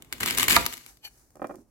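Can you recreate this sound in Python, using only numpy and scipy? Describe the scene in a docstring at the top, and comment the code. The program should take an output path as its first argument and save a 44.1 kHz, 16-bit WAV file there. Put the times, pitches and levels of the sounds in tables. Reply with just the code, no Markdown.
"""A knife crunches through a block of dry floral foam, whose brittle cell walls fracture in clusters
while the push of the hand rumbles in the kitchen counter. The blade knocks on the counter and the piece
breaks free. Fingers rustle on the foam; the blade slides off, set faintly ringing by friction, and its
tip ticks clear. Last, the foam bumps softly against a hollow ceramic vase and excites its modes."""
import sys
import numpy as np
from scipy import signal
from scipy.fft import rfft, irfft
from scipy.io import wavfile
from scipy.ndimage import map_coordinates

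SR = 44100
rng = np.random.default_rng(int(sys.argv[2]) if len(sys.argv) > 2 else 0)


def file_out(sig):
    """Save sig as 16-bit WAV at sys.argv[1]."""
    # one column per channel
    cols = np.atleast_2d(sig).T
    # limit, then scale
    lim = np.clip(cols, -1, 1)
    pcm = np.round(lim * 32767).astype(np.int16)
    wavfile.write(sys.argv[1], SR, pcm)


N = 74970
T = np.arange(N) / SR
LEFT_LEAD_S = .00012  # sound from the foam reaches the left side first


def amp(db):
    """Amplitude ratio of a level in decibels."""
    return 10 ** (np.asarray(db) / 20)


def unit(x):
    """Normalisation to an rms of 1."""
    return x / np.sqrt(np.mean(x ** 2) + 1e-20)


def level(curve):
    """Amplitude envelope through (s, dB) points."""
    return amp(np.interp(T, *np.transpose(curve)))


def panned(db):
    """Constant-power gains for a balance, the left level minus the right."""
    gains = amp(np.array([[.5], [-.5]]) * db)
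    return gains / np.sqrt(np.mean(gains ** 2, axis=0))


def through(x, response):
    """Convolution with an impulse response, cut to the scene's length."""
    return signal.fftconvolve(np.atleast_2d(x), np.atleast_2d(response), axes=1)[:, :N]


def coloured(x, spectrum, pan, size=8192):
    """Minimum-phase filter of unit energy; spectrum and balance are (Hz, dB) points."""
    log_hz = np.log(np.fft.rfftfreq(size, 1 / SR) + 1)
    db, pan_db = [np.interp(log_hz, np.log(hz), dbs) for hz, dbs in map(np.transpose, (spectrum, pan))]
    cepstrum = irfft(np.log(amp(db) * panned(pan_db)))
    cepstrum[:, 1:size // 2] *= 2  # folding the cepstrum makes the filter causal
    cepstrum[:, size // 2 + 1:] = 0
    response = irfft(np.exp(rfft(cepstrum)))
    return through(x, unit(response) / np.sqrt(size))


def shelved(x, hz, low_db=0, high_db=0):
    """First-order shelf: separate gains below and above a turnover frequency."""
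    low = signal.lfilter(*signal.butter(1, hz, fs=SR), x)
    return amp(low_db) * low + amp(high_db) * (x - low)


def band(x, hz, width):
    """Band-pass filter whose edges lie a frequency ratio either side of its centre."""
    sos = signal.butter(2, [hz / width, hz * width], "band", fs=SR, output="sos")
    return signal.sosfilt(sos, x + 1e-18)


def clicks(rows):
    """Impulse excitation, one for each row that begins (s, dB)."""
    out = np.zeros(N)
    for s, db, *_ in rows:
        out[int(s * SR)] += amp(db)
    return out


def mode(hz, t60):
    """Free vibration of a damped oscillator, falling 60 dB in t60 seconds."""
    return np.sin(2 * np.pi * hz * T) * amp(-60 * T / t60)


def body(modes):
    """Modal superposition: a struck object rings as a sum of damped sines, here of alternating sign."""
    return sum((-1) ** k * amp(db) * panned(pan) * mode(hz, t60)
               for k, (hz, db, t60, pan) in enumerate(modes))


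def grains(per_s=7000, spread_db=3):
    """Shot noise: dense tiny fractures of uneven size, independent on each side."""
    sizes = amp(spread_db * np.minimum(rng.exponential(1, (2, N)), 5))
    signs = rng.choice([-1, 1], (2, N))
    return unit(sizes * signs * (rng.random((2, N)) < per_s / SR))


def crack(decay_s, rise_s=.00013, size=1024):
    """A fracture avalanche: a burst of noise with exponential decay."""
    fade = np.exp(-T[:size] / decay_s) * (1 - np.exp(-T[:size] / rise_s))
    fade = fade / fade.max()
    return unit(rng.standard_normal((2, size)) * fade) * np.sqrt(np.mean(fade ** 2))


def scattered(x, db, t60):
    """Early reflections from counter, vase and hands join the direct sound."""
    spray = unit(rng.standard_normal((2, N)) * amp(-60 * T / t60) * (T > .001)) / np.sqrt(N)
    return x + amp(db) * through(x, spray)


def spaced(x, share=.4):
    """Path difference: part of the left sound reaches the right a moment later."""
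    delayed = np.interp(T - LEFT_LEAD_S, T, x[0])
    return np.array([x[0], share * delayed + np.sqrt(1 - share ** 2) * x[1]])


# Spectrum of the room's air. Each row: frequency in Hz, relative level in dB.
AIR_SPECTRUM = [(20, -18), (52, 4), (80, -11), (122, -3), (180, -16), (300, -13), (600, -21.5),
                (1500, -35.5), (4000, -46.5), (15000, -43.5)]


def air():
    """Ambient noise: quiet, low and largely coherent between the two sides."""
    noise = unit(rng.standard_normal(N) + .4 * rng.standard_normal((2, N)))
    return amp(-65) * coloured(noise, AIR_SPECTRUM, pan=[(100, -1.4)])


# The kitchen's decay. Each row: frequency in Hz, reverberation time in seconds, level in dB.
ROOM_DECAY = [(150, 0.15, -9), (500, .36, -10), (1490, 0.38, -16.5), (4000, 0.27, -10.5),
              (9000, 0.82, -14.5), (15000, .4, -14.5)]


def kitchen(x):
    """Reverberation: the diffuse field builds up, then dies at its own rate in each octave."""
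    hz, t60, db = np.transpose(ROOM_DECAY)
    edges = np.geomspace(35, 18000, 10)
    tail = 0
    for low, high in zip(edges, edges[1:]):
        band_t60, band_db = [np.interp(np.log(low * high) / 2, np.log(hz), c) for c in (t60, db)]
        fade = unit(amp(-60 * T / band_t60) * (1 - np.exp(-T / .0087))) / np.sqrt(N)
        octave = signal.butter(2, [low, high], "band", fs=SR, output="sos")
        tail = tail + amp(band_db) * fade * signal.sosfilt(octave, rng.standard_normal((2, N)))
    return through(x, tail)


# Fingers rubbing the block. Each row: time in seconds, level in dB.
RUB_LEVEL = [(0, -71.5), (.8, -75.5), (.89, -50.5), (.96, -67.5), (1.02, -92), (1.1, -65), (1.19, -61),
             (1.28, -69.5), (1.34, -71), (1.41, -70), (1.47, -66.5), (1.52, -63.5), (1.56, -68.5),
             (1.61, -67), (1.66, -83), (1.7, -77)]
# Crumbs breaking off. Each row: start in seconds, level in dB.
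CRUMB_CRACKS = [(1.305, -57), (1.3556, -51), (1.3696, -57), (1.4255, -53), (1.444, -56.5), (1.4698, -47),
                (1.556, -48)]
# Spectrum of rubbed foam. Each row: frequency in Hz, relative level in dB.
RUSTLE_SPECTRUM = [(400, -16.5), (750, 2.5), (1100, -3), (1700, -2.5), (3200, -14), (5700, 0), (8000, -2.5),
                   (11000, -2), (15500, -7)]


def fingers():
    """Friction on a brittle surface: the foam rustles and crumbs crack off."""
    rubbing = level(RUB_LEVEL) * grains()
    crumbs = through(clicks(CRUMB_CRACKS), crack(decay_s=.0024))
    return coloured(rubbing + crumbs, RUSTLE_SPECTRUM, pan=[(1500, -2.5), (5000, 3), (14000, .5)])


def tip_flick():
    """A release transient: the blade's tip leaves the foam with a soft, dry tick."""
    return through(clicks([(1.073, -36.5)]), band(crack(decay_s=.0047), hz=1700, width=1.3))


# The blade's modes. Each row: frequency in Hz, relative level in dB, t60 in seconds, balance in dB.
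BLADE_MODES = [(828, -8, .045, -15), (1750, -9.5, 0.1, -19), (2457, -1.5, 0.043, -16), (3034, 3, 0.034, 4),
               (4370, -2.5, 0.021, 12), (4470, 3, .07, 6.5), (6030, -7, .05, 17), (6140, -7.5, .05, 0),
               (7640, -9, 0.055, 0), (11480, -1.5, 0.034, 20), (14100, -5, 0.034, 15),
               (15140, -10, .03, 10)]
# Radiation of the foam to the two sides. Each row: frequency in Hz, balance in dB.
FOAM_BALANCE = [(500, -1.5), (1100, -8.5), (2200, -0.5), (4000, 4), (9000, 4), (14000, 10)]


def blade_slide(peak_s=1.05, rise_s=.0081, fall_s=.019, leave_s=1.08, release_s=.0084):
    """Forced vibration: a swell of friction hisses and drives the blade's modes until contact is lost."""
    swell = np.exp(-np.maximum((peak_s - T) / rise_s, (T - peak_s) / fall_s))
    swell *= np.exp(-np.maximum(T - leave_s, 0) / release_s)
    slide = amp(-49) * coloured(swell * grains(), RUSTLE_SPECTRUM, FOAM_BALANCE)
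    for hz, db, t60, pan in BLADE_MODES:
        ring = unit(through(swell * rng.standard_normal(N), mode(hz, t60))) * np.sqrt(np.mean(swell ** 2))
        slide = slide + amp(db - 45.5) * panned(pan) * ring
    sag_per_s = .523  # share of the pitch lost as the blade's free length grows
    clock = T - .5 * sag_per_s * (T - peak_s) ** 2
    return np.array([map_coordinates(side, [(clock - lag) * SR], order=3)
                     for side, lag in zip(slide, (0, LEFT_LEAD_S))])


# Foam meeting the vase. Each row: start in seconds, relative level in dB, treble gain in dB.
VASE_CONTACTS = [(1.3551, -41.5, -15), (1.3683, -41.5, -10), (1.3964, -36.5, -2), (1.4186, -21, -1),
                 (1.4225, -28, -3), (1.4442, -23.5, 7), (1.4502, -43, -18), (1.495, -32.5, -4),
                 (1.4986, -29, -5.5), (1.5091, -27.5, -2.5), (1.5412, -39, -8), (1.547, -36.5, -16),
                 (1.583, -48.5, -15.5)]
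# Spectrum of a soft contact. Each row: frequency in Hz, relative level in dB.
THUD_SPECTRUM = [(40, -19), (130, -1.5), (300, 2), (600, 5), (1200, -2.5), (1800, -9.5), (2500, -25.5),
                 (3500, -35.5), (6000, -52), (15000, -41)]
# The vase's modes. Each row: frequency in Hz, relative level in dB, t60 in seconds, balance in dB.
VASE_MODES = [(231.3, -21, 0.169, -9), (281.3, -19, 0.14, -6.5), (369, -12, 0.11, -6), (511.3, -15, 0.1, 6),
              (666.6, -21, .14, -6), (1172, -34, 0.047, 11), (2382, -30, 0.078, -3)]
# The block dragging over the vase. Each row: time in seconds, level in dB.
DRAG_LEVEL = [(1.39, -83), (1.43, -53), (1.48, -49.5), (1.53, -48.5), (1.6, -52.5), (1.64, -65),
              (1.7, -85.5)]


def vase_bumps():
    """Soft impacts thud and excite the hollow vase's resonances; sliding friction adds a low drag."""
    hits = sum(shelved(clicks([(s, db)]), hz=1500, high_db=treble) for s, db, treble in VASE_CONTACTS)
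    thud = amp(12.5) * coloured(hits, THUD_SPECTRUM, pan=[(200, -5.5), (550, -.5), (2000, -5.5), (6000, 7)])
    drag = level(DRAG_LEVEL) * panned(db=-5.5) * unit(band(rng.standard_normal(N), hz=280, width=1.25))
    return scattered(thud, db=1.5, t60=.067) + through(hits, body(VASE_MODES)) + drag


# Rumble under the hand's weight. Each row: time in seconds, level in dB.
PUSH_LEVEL = [(0, -55), (.09, -62.5), (.14, -50), (.195, -55.5), (.215, -37.5), (.29, -44.5), (.35, -41),
              (.39, -38.5), (.47, -41.5), (.52, -33.5), (.6, -35.5), (.68, -51.5), (.8, -64.5),
              (.98, -76.5)]
# Spectrum of that rumble. Each row: frequency in Hz, relative level in dB.
RUMBLE_SPECTRUM = [(20, -17), (48, 1.5), (80, -4), (130, 2.5), (180, -4), (250, 0.5), (380, -4.5),
                   (550, -11.5), (1200, -14.5), (4000, -49.5)]


def push_rumble():
    """Structure-borne sound: the push of the hand shudders through the counter."""
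    shudder = unit(rng.standard_normal(N) + .71 * grains())
    return coloured(level(PUSH_LEVEL) * shudder, RUMBLE_SPECTRUM, pan=[(60, -2.5), (250, -3)])


# The counter's modes. Each row: frequency in Hz, relative level in dB, t60 in seconds, balance in dB.
COUNTER_MODES = [(53.7, -18.5, 0.25, 1.5), (82, -16.5, .14, -1.5), (249.4, -17, 0.14, -4.5),
                 (353, -14, 0.087, -7), (512, -19.5, 0.29, 1), (685, -4.5, 0.089, -4.5),
                 (887.5, -1.5, 0.032, 0), (953, 1.5, 0.046, -8.5), (1206, 4.5, 0.033, -5),
                 (1382, -4.5, 0.073, -10), (1681, -2, .06, -10), (2290, -13.5, .04, -4.5),
                 (3700, 2, 0.0092, 5), (4625, 3.5, 0.011, 6)]


def counter_knock(start_s=.5652):
    """Impact excitation: the blade lands once and all the counter's modes ring."""
    knock = through(clicks([(start_s, -13.5)]), body(COUNTER_MODES))
    return scattered(knock, db=-10.5, t60=.06)


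def squeak(peak_s=.234, width_s=.004, hz=1955):
    """Stick-slip friction: the blade catches in the foam and sounds one brief tone."""
    return amp(-25) * np.exp(-((T - peak_s) / width_s) ** 2) * np.sin(2 * np.pi * hz * T)


# Clusters of cell walls giving way. Each row: start in seconds, relative level in dB,
# decay time in seconds, gain of the lower band in dB.
CELL_SNAPS = [(0.0225, -30.5, .001, -13.5), (.047, -43.5, 0.0013, -5.5), (.126, -16, .001, 0),
              (0.1338, -25.5, .001, -5), (0.1818, -35.5, .001, -4.5), (0.2036, -21.5, 0.00043, 0.5),
              (0.2064, -19, 0.0019, 1.5), (0.2316, -17.5, 0.0015, 5.5), (0.2354, -21.5, .002, 3.5),
              (.26, -11, .001, -2.5), (0.2772, -15.5, 0.00065, 4.5), (0.3082, -12, .001, -0.5),
              (.321, -29, .0015, -7), (0.349, -18.5, .001, -2.5), (0.3728, -17, .001, -4),
              (0.376, -10, .0012, -4), (.384, -10, .002, 0), (0.3971, -10.5, .0012, 1),
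              (0.408, -13, .001, -6.5), (0.4249, -15.5, .001, 2), (0.43, -6.5, .001, -1.5),
              (0.4398, -14.5, .0015, 0.5), (0.4819, -7.5, .0014, -5), (0.4845, -10.5, .001, 0.5),
              (.4973, -9, .0015, -3.5), (0.5078, -8, .0013, -7.5), (0.5173, -12, .001, -2.5),
              (0.5224, -9.5, .0012, -1), (0.53, -13.5, .0015, 1.5), (0.5639, -5, .0015, -0.5),
              (0.6545, -22, .001, -3), (0.663, -11, .0013, 1), (0.7258, -25, .0015, -5),
              (0.733, -28, .002, -2.5), (.738, -25, .002, -12), (0.7702, -31, .001, -23),
              (0.7774, -30, 0.0012, -20), (0.863, -30, 0.00086, -5), (.971, -45.5, 0.0013, -10)]


def snaps():
    """Sudden release of elastic energy: each failing cluster emits a sharp crack."""
    return sum(through(clicks([(s, db)]), shelved(crack(decay_s), hz=3040, low_db=low_db))
               for s, db, decay_s, low_db in CELL_SNAPS)


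def counter_thumps():
    """Cushioned transmission: each snap jolts the counter, softened by the foam."""
    jolts = band(clicks(CELL_SNAPS), hz=269, width=1.4)
    return amp(-14) * through(jolts, body(COUNTER_MODES))


# Grating along the cut. Each row: time in seconds, relative level in dB.
CRUNCH_LEVEL = [(0, -66.5), (.1, -66), (.14, -51), (.195, -56), (.21, -33.5), (.255, -32), (.285, -26.5),
                (.325, -29), (.365, -39.5), (.385, -25), (.44, -27.5), (.475, -35.5), (.5, -21),
                (.562, -17.5), (.578, -26.5), (.65, -39.5), (.72, -45.5), (.8, -55.5), (.9, -60),
                (.96, -107)]
# Spectrum of breaking foam. Each row: frequency in Hz, relative level in dB.
FOAM_SPECTRUM = [(300, -16.5), (700, -7.5), (1200, 0), (2000, 3.5), (3000, 0.5), (4200, -3), (5400, -6),
                 (7500, -2), (9000, -6.5), (11500, -2), (15500, -9.5)]


def foam_crunch(clump_s=.003, clump_db=2.5):
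    """Brittle fracture: cells break in random clumps, the block resonates, and snaps stand out on top."""
    knots = np.arange(0, T[-1], clump_s)
    clumps = unit(amp(clump_db * np.interp(T, knots, rng.standard_normal(N)[:len(knots)])))
    grating = level(CRUNCH_LEVEL) * clumps * grains()
    resonance = amp(-7.5) * band(grating, hz=2640, width=1.88)
    fractures = amp(-1) * (grating + resonance) + snaps()
    radiated = scattered(spaced(fractures), db=-6, t60=.02)
    return amp(-2.5) * coloured(radiated, FOAM_SPECTRUM, FOAM_BALANCE)


def scene():
    """Superposition of the direct sounds, the quiet air and the kitchen's reverberation."""
    cut = foam_crunch() + squeak() + counter_thumps() + push_rumble()
    work = cut + counter_knock() + fingers() + tip_flick()
    slide, bumps = blade_slide(), vase_bumps()
    return work + slide + bumps + air() + kitchen(work + amp(-11) * slide + amp(-7.5) * bumps)


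def record(dry):
    """Clipping flattens the highest peaks; a steep low-pass removes the extreme treble."""
    low_pass = signal.cheby2(16, 70, 16800, fs=SR, output="sos")
    return signal.sosfilt(low_pass, np.clip(dry, -.92, .92))


dry = scene()
out = record(dry)
file_out(out)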